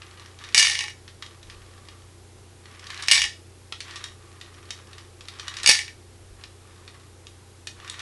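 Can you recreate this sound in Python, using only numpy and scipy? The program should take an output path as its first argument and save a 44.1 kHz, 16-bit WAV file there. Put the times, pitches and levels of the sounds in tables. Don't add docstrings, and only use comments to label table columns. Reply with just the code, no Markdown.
import sys
import numpy as np
from scipy import signal
from scipy.fft import rfft, irfft, next_fast_len
from scipy.io import wavfile

SR = 44100
rng = np.random.default_rng(int(sys.argv[2]) if len(sys.argv) > 2 else 0)


def dump_mix(stems):
    frames = np.atleast_2d(stems).T
    limited = np.clip(frames, -1, 1)
    pcm = np.round(limited * 32767).astype(np.int16)
    wavfile.write(sys.argv[1], SR, pcm)


N = 353241
TIME = np.arange(N) / SR
AGE = np.arange(SR // 6) / SR


def clatter(rebounds_per_s=125, lead_s=0.022, gather_db_per_s=400.5):
    # start in seconds, relative level in dB.
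    drops = [(0.5459, -4.5), (0.5507, -10.5), (0.5755, -13), (0.5784, -2), (0.596, -5.5), (0.627, -7.5),
             (0.649, -11.5), (0.6704, -11.5), (0.698, -14.5), (0.7155, -19), (0.753, -16), (0.7899, -15),
             (0.807, -18), (0.839, -22.5), (0.8821, -25.5), (3.0841, -7.5), (3.113, -1.5), (3.1202, -4.5),
             (3.1326, -9), (3.1573, -13.5), (3.1783, -14), (3.2182, -10), (3.2396, -15), (5.6611, -4),
             (5.6743, -2.5), (5.69, -3.5), (5.6945, -1.5), (5.7113, -6.5), (5.7517, -17), (5.7897, -17),
             (5.88, -30.5)]
    # time of the blade's knock in seconds, knock level in dB,
    # rattle level in dB, settling rate in dB per second, rattle length in seconds.
    sweeps = [(0.5794, -43, -16, 91, 0.33), (3.1183, -55, -15, 104, 0.14), (5.6914, -22.5, -14, 200, 0.22)]
    tablets, knocks = np.zeros((2, N))
    for start_s, level_db in drops:
        tilt_db = -0.2 + 0.3 * level_db
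        add(tablets, start_s, from_db(level_db - 5.5) * landing(tilt_db))
    rebounds = [landing(tilt_db) for tilt_db in rng.normal(-2, 2, size=24)]
    for knock_s, knock_db, rattle_db, settle_db_per_s, length_s in sweeps:
        add(knocks, knock_s, from_db(knock_db) * wall_knock())
        gaps, forces, picks = rng.random((160, 3)).T
        ages = np.cumsum(0.5 + gaps) / rebounds_per_s - lead_s
        for age, force, pick in zip(ages[ages < length_s], forces, picks):
            below_peak_db = max(-gather_db_per_s * age, settle_db_per_s * age)
            level_db = rattle_db - below_peak_db + 2 * (2 * force - 1)
            add(tablets, knock_s + age, from_db(level_db) * rebounds[int(pick * len(rebounds))])
    low_cut = signal.butter(4, 720, "high", fs=SR, output="sos")
    return signal.sosfilt(low_cut, tablets) + knocks


def landing(tilt_db):
    # frequency in Hz, relative level in dB.
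    spectrum = [(300, -31.5), (700, -38), (1000, -31.5), (1500, -19.5), (1900, 2.5), (3200, 2), (5500, 6.5),
                (7000, -2), (10000, -2), (11500, -23)]
    # frequency in Hz, relative level in dB, t60 in seconds.
    trough_modes = [(838, -26.5, 0.14), (1105, -19, 0.065), (1766, -11, 0.12), (1820, -8.5, 0.16),
                    (1911, -5, 0.072), (2209, -6.5, 0.079), (2287, 2.5, 0.059), (2286, -10, 0.074),
                    (2570, -9, 0.083), (2868, 2, 0.046), (2910, -5, 0.081), (3657, -3.5, 0.055),
                    (3960, -5, 0.051), (4680, -17.5, .05), (4620, 1.5, 0.064), (5090, -1, 0.03),
                    (5350, -5.5, 0.082), (5630, -1.5, 0.06), (6230, -7, 0.047), (6500, -5, 0.085),
                    (7050, -8.5, 0.064), (7860, -8, 0.065), (8750, -2, .03)]
    click = from_db(-4.5) * crack(spectrum, tilt_db + 1.5, t60=0.0049)
    body = crack(spectrum, tilt_db, t60=0.024)
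    ring = from_db(-1) * ringing(trough_modes, tilt_db, spread_db=3.5)
    return unit_attack(click + body + ring)


def wall_knock():
    # frequency in Hz, relative level in dB, t60 in seconds.
    tray_modes = [(152, 4, 0.022), (260, -17.5, .03), (394, 3, 0.022), (570, -2, 0.03), (829, 16.5, 0.032)]
    # frequency in Hz, relative level in dB.
    spectrum = [(30, 12), (90, 6.5), (180, -7), (650, 4.5), (1200, -13)]
    ring = ringing(tray_modes, tilt_db=0, spread_db=6.5)
    thud = from_db(1.5) * crack(spectrum, tilt_db=0, t60=0.03)
    return unit_attack(ring + thud)


def spatula_taps():
    # start in seconds, relative level in dB, tilt in dB per octave, chatter t60 in seconds.
    taps = [(0.0192, -38, -6, 0.065), (0.439, -35.5, -2, 0.076), (1.0786, -39, -3.5, 0.11),
            (1.224, -30.5, -4, 0.048), (1.2629, -39.5, 2, .04), (1.4294, -42.5, -1, .05),
            (1.499, -37.5, -0.5, 0.074), (1.886, -38.5, -3, 0.039), (2.6562, -42, -3, .065),
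            (2.8679, -39, 4, .05), (2.9028, -30.5, -2, 0.084), (3.024, -28.5, 8, .065),
            (3.075, -32.5, 5, .045), (3.7237, -26, -2, 0.054), (3.8046, -29, 1, 0.09),
            (3.958, -32.5, 1.5, 0.12), (4.0406, -28, 3.5, 0.054), (4.4124, -35, -1, .06),
            (4.7059, -26.5, 3, 0.041), (4.9313, -40, 1, .04), (4.982, -39, 1, 0.051),
            (5.2086, -38, 1, .065), (5.2845, -31, 1.5, 0.061), (5.397, -29, 0, .045), (5.481, -25, 1, .02),
            (5.5683, -27.5, 3, .065), (5.6322, -24, 5.5, .05), (5.643, -24.5, -2.5, 0.078),
            (6.4378, -34.5, -1, 0.043), (6.878, -38, -2.5, 0.063), (7.269, -37.5, 1.5, .03),
            (7.6717, -27.5, 3, 0.062), (7.8983, -26.5, 9, 0.02)]
    out = np.zeros(N)
    for start_s, level_db, tilt_db, chatter_t60 in taps:
        add(out, start_s, from_db(level_db - 2) * touch(tilt_db, chatter_t60))
    return out


def touch(tilt_db, chatter_t60):
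    # frequency in Hz, relative level in dB.
    spectrum = [(300, -32.5), (700, -22), (1100, -3.5), (2000, 2.5), (3600, 7.5), (5500, 3), (7500, -5.5),
                (10000, -11), (11500, -27.5)]
    # frequency in Hz, relative level in dB, t60 in seconds.
    floor_modes = [(1170, -6.5, 0.1), (1334, -8.5, 0.052), (1810, -0.5, 0.06), (1916, 0.5, 0.03),
                   (2495, -5, 0.053), (2935, -6, .04), (3380, -7, 0.069), (3740, 2.5, .035),
                   (4600, -12, .03), (5570, -3.5, 0.031)]
    snap = crack(spectrum, tilt_db, t60=0.014)
    chatter = from_db(-1) * crack(spectrum, tilt_db, chatter_t60)
    ring = from_db(-4) * ringing(floor_modes, tilt_db, spread_db=6)
    return unit_attack(snap + chatter + ring)


def jostling(bumps_per_s=22):
    out = np.zeros(N)
    bumps = [touch(tilt_db, chatter_t60=0.044) for tilt_db in rng.normal(-0.2, 2, size=16)]
    jitter, forces, picks = rng.random((400, 3)).T
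    times = (np.arange(len(jitter)) + jitter) / bumps_per_s
    levels_db = push_db(times) + 2.5 + 5 * forces
    for start_s, level_db, pick in zip(times[times < TIME[-1]], levels_db, picks):
        add(out, start_s, from_db(level_db) * bumps[int(pick * len(bumps))])
    return out


def sliding(slips_per_s=2500):
    # frequency in Hz, relative level in dB.
    spectrum = [(400, -25), (850, -8.5), (1170, -7), (1500, 4.5), (1850, 3.5), (2200, 1.5), (3600, 0),
                (5500, -8.5), (7500, -16), (11500, -21)]
    # centre in Hz, width in Hz, level in dB at 0 dB of friction,
    # share of the friction's dB swing that it follows.
    resonances = [(1161, 140, -33, 0.49), (1796, 400, -20.5, 1.0)]
    sizes = from_db(1.5 * np.minimum(rng.exponential(1, N), 4))
    signs = rng.choice([-1, 1], N)
    slips = sizes * signs * (rng.random(N) < slips_per_s / SR)
    friction_db = push_db(TIME) + 3.5 * drift(60)
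    out = from_db(friction_db - 6) * coloured(slips, spectrum)
    for hz, width_hz, level_db, share in resonances:
        hollow = signal.lfilter(*signal.iirpeak(hz, hz / width_hz, fs=SR), slips)
        out += from_db(level_db + share * friction_db) * unit_rms(hollow)
    return out


def push_db(t, onset_db_per_s=900, release_db_per_s=250):
    # start and end in seconds, relative level at start and end in dB.
    strokes = [(0.0, 0.276, -54.5, -48), (0.393, 0.55, -46, -47), (1.231, 1.33, -55, -57.5),
               (1.473, 2.04, -56, -61.5), (2.642, 3.034, -58.5, -36.5), (3.855, 4.049, -45.5, -41.5),
               (4.198, 4.798, -60, -54), (4.863, 5.04, -55.5, -58), (5.215, 5.66, -57.5, -37),
               (6.39, 6.46, -59, -60), (6.65, 7.02, -60.5, -61.5), (7.78, 8.01, -48.5, -40)]
    levels = []
    for start, end, first_db, last_db in strokes:
        onset_db = onset_db_per_s * np.maximum(start - t, 0)
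        release_db = release_db_per_s * np.maximum(t - end, 0)
        levels.append(np.interp(t, [start, end], [first_db, last_db]) - onset_db - release_db)
    return np.max(levels, axis=0)


def crack(spectrum, tilt_db, t60):
    return unit_attack(coloured(rng.standard_normal(len(AGE)), spectrum, tilt_db) * fade(AGE, t60))


def ringing(modes, tilt_db, spread_db):
    hz, level_db, t60 = np.transpose(modes)[:, :, None]
    strength = from_db(level_db + tilt_db * np.log2(hz) + spread_db * rng.standard_normal(hz.shape))
    sign = rng.choice([-1, 1], hz.shape)
    partials = sign * strength * np.sin(2 * np.pi * hz * AGE) * fade(AGE, t60)
    return unit_attack(partials.sum(axis=0))


def room(x, gap_s=0.004, build_s=0.0047):
    # frequency in Hz, t60 in seconds.
    decay = [(300, 0.13), (1800, 0.24), (5000, 0.28), (10000, 0.25)]
    t = np.arange(SR // 2) / SR
    white = rng.standard_normal((2, len(t)))
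    response = np.zeros(len(t))
    edges_hz = np.geomspace(150, 14000, 9)
    for k, band in enumerate(zip(edges_hz, edges_hz[1:])):
        noise = signal.sosfilt(signal.butter(2, band, "band", fs=SR, output="sos"), white[k % 2])
        response += noise * fade(t, at_hz(decay, np.sqrt(np.prod(band))))
    response *= np.clip((t - gap_s) / build_s, 0, 1)
    return signal.fftconvolve(x, response / np.linalg.norm(response))[:N]


def ventilation():
    # frequency in Hz, relative level in dB.
    air_spectrum = [(20, -7.5), (60, -1), (100, 1.5), (150, -5.5), (280, -6), (360, 1.5), (480, -4),
                    (620, -9.5), (1200, -12), (2200, -15), (4000, -16), (7000, -17.5), (10500, -18),
                    (12000, -21.5)]
    # frequency in Hz, rms level in dB.
    hum_tones = [(29.8, -70), (60, -71.5), (90, -51.5), (120, -60.5), (199.2, -71), (256, -72.5),
                 (342, -67), (797, -72)]
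    air = from_db(-52.5) * coloured(rng.standard_normal(N), air_spectrum)
    hum = np.zeros(N)
    for hz, level_db in hum_tones:
        phase = 2 * np.pi * (hz * TIME + rng.random()) + 0.15 * drift(4.3)
        hum += np.sqrt(2) * from_db(level_db + 0.2 * drift(4.4)) * np.sin(phase)
    return air + hum


def hand_rumble(rest_db=-69.5, half_width_s=0.08):
    # fastest moment of the move in seconds, level in dB.
    moves = [(0.66, -57), (1.56, -53), (3.22, -55), (5.559, -57), (6.3, -50)]
    spectrum = [(15, -7.5), (35, 6), (65, 2), (130, -21), (400, -66)]  # Hz, relative dB
    swells = sum(from_db(level_db) / (1 + ((TIME - s) / half_width_s) ** 2) for s, level_db in moves)
    return (from_db(rest_db) + swells) * coloured(rng.standard_normal(N), spectrum)


def coloured(x, spectrum, tilt_db=0):
    size = next_fast_len(len(x))
    hz = np.arange(size // 2 + 1) * SR / size
    gain = from_db(at_hz(spectrum, hz) + tilt_db * np.log2(np.maximum(hz, 1000)))
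    return unit_rms(irfft(rfft(x, size) * gain, size)[:len(x)])


def drift(knots_per_s):
    knots = rng.standard_normal(int(TIME[-1] * knots_per_s) + 2)
    return np.interp(TIME * knots_per_s, np.arange(len(knots)), unit_rms(knots))


def from_db(db):
    return 10 ** (np.asarray(db) / 20)


def unit_rms(x):
    return x / np.sqrt(np.mean(x ** 2) + 1e-20)


def unit_attack(x):
    return x / np.sqrt(np.mean(x[:SR * 4 // 1000] ** 2) + 1e-20)


def at_hz(points, hz):
    freqs, values = np.transpose(points)
    return np.interp(np.log(np.maximum(hz, 1)), np.log(freqs), values)


def fade(t, t60):
    return np.exp(-np.log(1000) * t / t60)


def add(out, start_s, sound):
    start = int(np.clip(start_s * SR, 0, N - 1))
    out[start:start + len(sound)] += sound[:N - start]


def scene():
    tray = clatter() + spatula_taps() + jostling() + sliding()
    return (tray + from_db(-8) * room(tray) + ventilation() + hand_rumble())[None]


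def record(dry, ceiling=0.9, knee=3.0, cutoff_hz=11400):
    rounded = dry / (1 + np.abs(dry / ceiling) ** knee) ** (1 / knee)
    low_pass = signal.ellip(10, 0.1, 80, cutoff_hz, fs=SR, output="sos")
    return signal.sosfilt(low_pass, rounded)


dry = scene()
out = record(dry)
dump_mix(out)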